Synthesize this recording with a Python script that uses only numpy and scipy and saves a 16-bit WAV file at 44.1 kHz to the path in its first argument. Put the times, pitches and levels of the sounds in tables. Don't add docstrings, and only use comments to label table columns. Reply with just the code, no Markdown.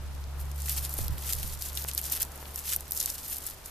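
import sys
import numpy as np
from scipy import signal
from scipy.fft import rfft, irfft, next_fast_len
from scipy.io import wavfile
from scipy.ndimage import uniform_filter1d, map_coordinates

SR = 44100
rng = np.random.default_rng(int(sys.argv[2]) if len(sys.argv) > 2 else 0)


def how_loud(loudness_db):
    steps = np.asarray(loudness_db, float) / 20
    return 10 ** steps


def wrap_up_sound(samples):
    columns = np.atleast_2d(samples).T
    tamed = np.clip(columns, -1, 1)
    steps = np.round(tamed * 32767).astype(np.int16)
    wavfile.write(sys.argv[1], SR, steps)


N = 163170

CRACK_HZ = 13270
TAIL_S = .005


def unit(x):
    return x / np.sqrt(np.mean(x ** 2) + 1e-20)


def curves(rows):
    s, *columns = np.transpose(rows)
    return [np.interp(np.arange(N) / SR, s, column) for column in columns]


def wobble(rate):
    points = rng.standard_normal(int(N * rate / SR) + 4)
    return map_coordinates(points, [np.arange(N) * rate / SR])


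def colour(x, gain):
    m = next_fast_len(x.shape[-1] + 512)
    hz = np.fft.rfftfreq(m, 1 / SR) + 1
    return irfft(rfft(x, m) * gain(hz), m)[..., :x.shape[-1]]


def along(spectrum):
    f, db = np.transpose(spectrum)
    return lambda hz: how_loud(np.interp(np.log(hz), np.log(f), db, left=-120))


def hump(centre_hz, octaves):
    return lambda hz: np.exp(-(np.log2(hz / centre_hz) / octaves) ** 2 / 4)


def pair(alike, size):
    a, b = rng.standard_normal((2, size))
    angle = np.arccos(np.clip(alike, -1, 1)) / 2
    shared, own = np.cos(angle) * a, np.sin(angle) * b
    return np.array([shared + own, shared - own])


def noise(spectrum, alike):
    end = (0.9 * spectrum[-1][0], -120)
    return unit(colour(pair(alike, N), along([*spectrum, end])))


# (time [s], level [dB])
PASSING = [(0, -55.5), (1.1, -52.5), (1.6, -54.5), (2.06, -53.5), (3.7, -55.5)]
# (frequency [Hz], level [dB per Hz])
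TRAFFIC = [(94, -2), (160, -3), (236, -4), (567, -5), (734, -4.5), (835, -4), (1450, -8.5), (2260, -16.5),
           (3500, -22), (4550, -30), (7700, -120)]
# (frequency [Hz], level [dB per Hz])
RUMBLE = [(12, 4), (45, 3.5), (200, -16)]
# (frequency [Hz], level [dB per Hz])
HISS = [(900, -7), (2000, 3.5), (5000, 2), (14300, -7)]


def background():
    traffic_db = 3 + curves(PASSING)[0] + 0.68 * wobble(7.6)
    traffic = how_loud(traffic_db) * noise(TRAFFIC, alike=0.62)
    rumble = how_loud(-53) * noise(RUMBLE, alike=1.0)
    hiss = how_loud(-56) * noise(HISS, alike=0.043)
    return traffic + rumble + hiss


# (time [s], level [dB])
WIND = [(0, -46.5), (.1, -42), (.3, -55), (.42, -44.5), (.6, -55), (.75, -43), (.94, -62), (1.01, -32),
        (1.11, -35), (1.2, -46), (1.42, -39), (1.65, -45.5), (1.85, -66), (3.1, -65)]
# (frequency [Hz], level [dB per Hz])
BUFFET = [(15, 14.5), (35, 4), (110, 5), (200, -12.5), (400, -53)]


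def wind():
    lumps = how_loud(3 * np.array([wobble(20), wobble(20)]))
    side_db = np.array([[-2.2], [2.2]])
    return how_loud(curves(WIND)[0] + side_db) * unit(lumps * noise(BUFFET, alike=0.068))


# (time [s], level [dB])
ENGINE = [(0, -38), (.36, -37.5), (.45, -34.5), (1.5, -39.5), (1.62, -44), (1.8, -40.5), (2.2, -45.5),
          (2.35, -45), (2.85, -47), (3, -51), (3.7, -54.5)]
# (time [s], firing rate [Hz])
FIRING = [(1.6, 69.7), (2.4, 70.55)]


def engine():
    (hz,), (db,) = curves(FIRING), curves(ENGINE)
    phase = 2 * np.pi * np.cumsum(hz + 0.3 * wobble(7.65)) / SR
    tone = how_loud(1.25 * wobble(10.2)) * np.sin(phase)
    octave = how_loud(-14 + 1.15 * wobble(7.74)) * np.sin(2 * phase + 1)
    return np.sqrt(2) * how_loud(db) * (tone + octave)


# (time [s], peak level [dB], width [ms], left over right [dB])
KNOCKS = [
    (.9903, -25, .28, 0),
    (1.099, -31, 2.4, -9),
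    (1.447, -31, 2.9, -12),
    (1.8484, -24, .14, -5),
    (2.428, -31, .2, 0),
]


def knocks():
    t_ms, out = np.arange(N) / SR * 1000, np.zeros((2, N))
    for s, db, ms, pan_db in KNOCKS:
        u = np.clip((t_ms - s * 1000) / ms, 0, 60)
        dip = -4 * u * (1 - u / 3) * np.exp(-u)
        out += how_loud(db + pan_db * np.array([[.5], [-.5]])) * dip
    return out


def burst(t, echo_s):
    crack_s, rise_s = .0003, .00018

    def fall(s, life):
        return np.exp(-2 * np.abs(s) / np.where(s < 0, rise_s, life))

    echo = how_loud(2 * -9) * fall(t - echo_s, crack_s)
    tail = how_loud(2 * -19) * fall(t, TAIL_S)
    return np.sqrt(fall(t, crack_s) + echo + tail)


# (time [s], bright crack [dB], dull flake [dB], flake pitch [Hz])
SNAPS = [(0.1509, -45, -48, 5500), (0.2406, -49, -44, 4700), (0.4043, -37, -53, 5700),
         (0.5155, -39, -41, 6700), (0.5605, -38, -50, 5800), (0.6199, -42, -35, 7700),
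         (0.6582, -33, -42, 6500), (0.6944, -26, -31, 8100), (0.6965, -29, -29, 6000),
         (0.7157, -29, -53, 7500), (0.7645, -32, -39, 7100), (0.8505, -28, -34, 5900),
         (0.8939, -31, -38, 8600), (0.94, -25, -52, 6500), (0.9872, -24, -37, 5300),
         (1.0427, -32, -45, 5500), (1.0474, -34, -48, 5800), (1.0819, -26, -34, 4500),
         (1.1823, -31, -43, 4000), (1.2678, -31, -45, 6600), (1.3256, -23, -33, 5700),
         (1.3335, -20, -25, 6800), (1.3521, -28, -36, 7000), (1.3635, -29, -44, 7100),
         (1.388, -31, -42, 8500), (1.3994, -33, -44, 5500), (1.4306, -28, -36, 3800),
         (1.6229, -25, -29, 5400), (1.662, -34, -42, 5500), (1.668, -34, -45, 5200),
         (1.6876, -34, -39, 7300), (1.7317, -37, -42, 8400), (1.7523, -35, -35, 8300),
         (1.7545, -34, -39, 6900), (1.7739, -26, -27, 4100), (1.7919, -32, -39, 6600),
         (1.7967, -33, -39, 6000), (1.8221, -32, -37, 8100), (1.8241, -34, -40, 6200),
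         (1.8415, -27, -35, 5300), (1.887, -29, -32, 7000), (1.9138, -39, -33, 4200),
         (1.935, -33, -35, 6800), (1.9498, -25, -32, 8000), (1.9784, -17, -24, 5000),
         (1.9884, -28, -43, 7900),
         (1.9924, -30, -52, 7700), (2.0148, -26, -41, 6900), (2.0395, -31, -40, 7000),
              (2.1233, -19, -28, 8800), (2.1516, -25, -41, 6100), (2.163, -27, -35, 6600),
              (2.2011, -28, -36, 6600), (2.2059, -26, -34, 6800), (2.2185, -22, -35, 8000),
              (2.2217, -18, -34, 6300), (2.2295, -20, -26, 6600), (2.2313, -32, -33, 6000),
              (2.2502, -34, -40, 7000), (2.319, -39, -45, 5600), (2.3589, -35, -45, 7100),
              (2.5594, -25, -32, 8000), (2.5912, -34, -33, 7300), (2.5965, -32, -42, 6600),
              (2.7348, -22, -25, 6700), (2.7542, -33, -41, 7600), (2.7627, -16, -33, 6500),
              (2.8078, -32, -39, 7800), (2.8809, -35, -46, 6700), (2.9099, -25, -34, 7500),
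              (2.9207, -20, -29, 5800), (2.9332, -29, -41, 7700), (2.9497, -30, -39, 7300),
              (2.9687, -29, -44, 6600), (2.9751, -23, -30, 6900), (3.0017, -27, -22, 7400),
              (3.0037, -26, -25, 7300), (3.0286, -23, -30, 6300), (3.0595, -21, -22, 6900),
              (3.1012, -28, -27, 7500), (3.1034, -31, -32, 6100), (3.2804, -31, -48, 8400),
              (3.2994, -33, -36, 8200), (3.3332, -29, -41, 5500), (3.3448, -34, -37, 7400),
              (3.36, -28, -40, 7800), (3.3681, -29, -39, 6200), (3.384, -28, -39, 7000),
              (3.3871, -34, -42, 8000), (3.4666, -26, -37, 7600), (3.4692, -31, -39, 7900),
              (3.5001, -32, -45, 7400), (3.6594, -33, -37, 7500), (3.6615, -39, -41, 8200),
         (.455, -48, -50, 5500),
    (.6815, -40, -38, 2100),
    (.835, -38, -50, 8000),
    (2.3767, -40, -46, 6000),
    (2.456, -53, -40.5, 3670),
]


def snaps():
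    out, lead = np.zeros((2, N + SR)), 128
    t = (np.arange(1024) - lead) / SR
    for s, crack_db, flake_db, flake_hz in SNAPS:
        pitch_shift, echo_shift = rng.standard_normal(size=2)
        echo_s = .0016 * how_loud(2 * echo_shift)
        blow = burst(t, echo_s) * np.sign(pair(0.7, len(t)))
        crack_gain = hump(CRACK_HZ * how_loud(pitch_shift / 3), .22)
        start = round(s * SR) - lead - 4
        for db, gain in (crack_db, crack_gain), (flake_db, hump(flake_hz, .36)):
            part = colour(blow, gain)
            peak = np.std(part[:, lead - 8:lead + 19])
            out[:, start:][:, :len(t)] += how_loud(db + 2) * part / peak
    return out[:, :N]


# (pitch [Hz], width [octaves])
FLAKES = [(2500, 0.34), (4500, 0.33), (7000, 0.47), (10000, 0.36), (13000, 0.21)]
# (frequency [Hz], level [dB per Hz])
HUSK = [(710, -42), (1200, 2), (2250, -12), (2770, -8), (7360, -5.5), (9140, -5), (13000, -2), (14100, 0)]


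def crackle():
    grains_per_s, spread_db, grain_s = 1100, 4, 0.00021
    chance, size = rng.random((2, N))
    struck = chance < grains_per_s / SR * how_loud(5 * wobble(45))
    hits = struck * how_loud(-2 * spread_db * np.log(np.maximum(size, .08)))
    t, out = np.arange(SR // 100) / SR, 0
    shape = np.exp(-2 * t / grain_s) + 0.033 * np.exp(-2 * t / TAIL_S)
    for hz, octaves in FLAKES:
        own_hits = hits * how_loud(2 * 7.5 * np.clip(rng.standard_normal(N), -3, 1.3))
        power = signal.fftconvolve(own_hits, shape)[:N]
        grains = unit(np.sqrt(np.abs(power)))
        loudness = np.hypot(grains, how_loud(-7)) * how_loud(1.2 * wobble(30.09))
        alike = 0.33 + 0.23 * np.log2(CRACK_HZ / hz)
        out = out + colour(loudness * pair(alike, N), hump(hz, octaves))
    return unit(colour(out, along(HUSK)))


# (time [s], level [dB])
HANDLING = [(0, -59), (.53, -56.5), (.6, -43), (1.04, -43.5), (1.1, -53), (1.24, -53), (1.5, -41),
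            (1.56, -66), (1.65, -45), (2.2, -48), (2.32, -50), (2.6, -44.5), (2.85, -48), (2.95, -46.5),
            (3.5, -40.5), (3.56, -52.5), (3.7, -45.5)]
# (peak time [s], swell [s], fade [s], level [dB], dull part [dB])
RUBS = [(.409, .009, 0.009, -42.5, -2), (.647, 0.041, .007, -43, -2), (.702, .015, .021, -31.5, 0),
        (.778, 0.0069, 0.02, -31, -3), (.856, 0.0071, .011, -39, 3), (.942, 0.021, .024, -34.5, -11),
        (1.004, 0.011, 0.019, -42, 4), (1.179, 0.0065, 0.0094, -42.5, 3), (1.326, 0.046, .011, -30, 0.5),
        (1.45, 0.023, 0.046, -34.5, -0.5), (1.624, 0.011, 0.025, -37.5, -0.5), (1.8, .028, 0.021, -34, -1),
        (1.89, 0.0066, 0.0055, -32, -2.5), (1.989, 0.0091, .0075, -34.5, 0),
        (2.047, 0.011, 0.018, -33.5, 0), (2.124, 0.013, 0.013, -31, 0), (2.166, 0.0069, 0.0093, -31, 1),
        (2.215, 0.0053, 0.0052, -28, 4.5), (2.594, 0.022, .004, -37, -2.5),
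        (2.699, 0.018, 0.019, -28.5, -0.5), (2.977, .007, 0.007, -27.5, -7.5),
        (3.006, 0.0033, 0.011, -26, -1), (3.101, 0.023, .009, -33.5, -3.5),
        (3.145, .005, 0.0098, -36.5, -2.5), (3.188, 0.0049, 0.0086, -34, 0.5),
        (3.328, 0.037, 0.0071, -36, -2.5), (3.476, 0.013, 0.018, -37, -4), (3.67, 0.0074, .014, -53, -11)]


def rubbing():
    t = np.arange(N) / SR
    bright = dull = how_loud(2 * curves(HANDLING)[0])
    for s, swell, fade, db, dull_db in RUBS:
        distance = np.abs(t - s) / np.where(t < s, swell, fade)
        stroke = how_loud(2 * db) * np.exp(-.7 * distance ** 1.27)
        bright = bright + stroke
        dull = dull + how_loud(2 * dull_db) * stroke
    sound = crackle()
    low = colour(sound, lambda hz: 1 / (1 + (hz / 6000) ** 4))
    return np.sqrt(bright) * (sound - low) + np.sqrt(dull) * low


def scene():
    husks = (rubbing() + snaps()) * how_loud([[.3], [-.3]])
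    return background() + wind() + engine() + knocks() + husks


def top_cut(x):
    return signal.sosfilt(signal.butter(12, 16000, fs=SR, output="sos"), x)


def record(dry):
    edge_hz, opens_db, above_db = 14270, -24, -27
    top = colour(dry, lambda hz: hz > edge_hz)
    smooth = uniform_filter1d(uniform_filter1d(top ** 2, size=40), size=40)
    loudness = np.abs(smooth).mean(axis=0)
    gate = np.minimum(loudness / how_loud(2 * opens_db), 1)
    mix = dry - top + how_loud(above_db) * gate * top
    return top_cut(mix)


dry = scene()
out = record(dry)
wrap_up_sound(out)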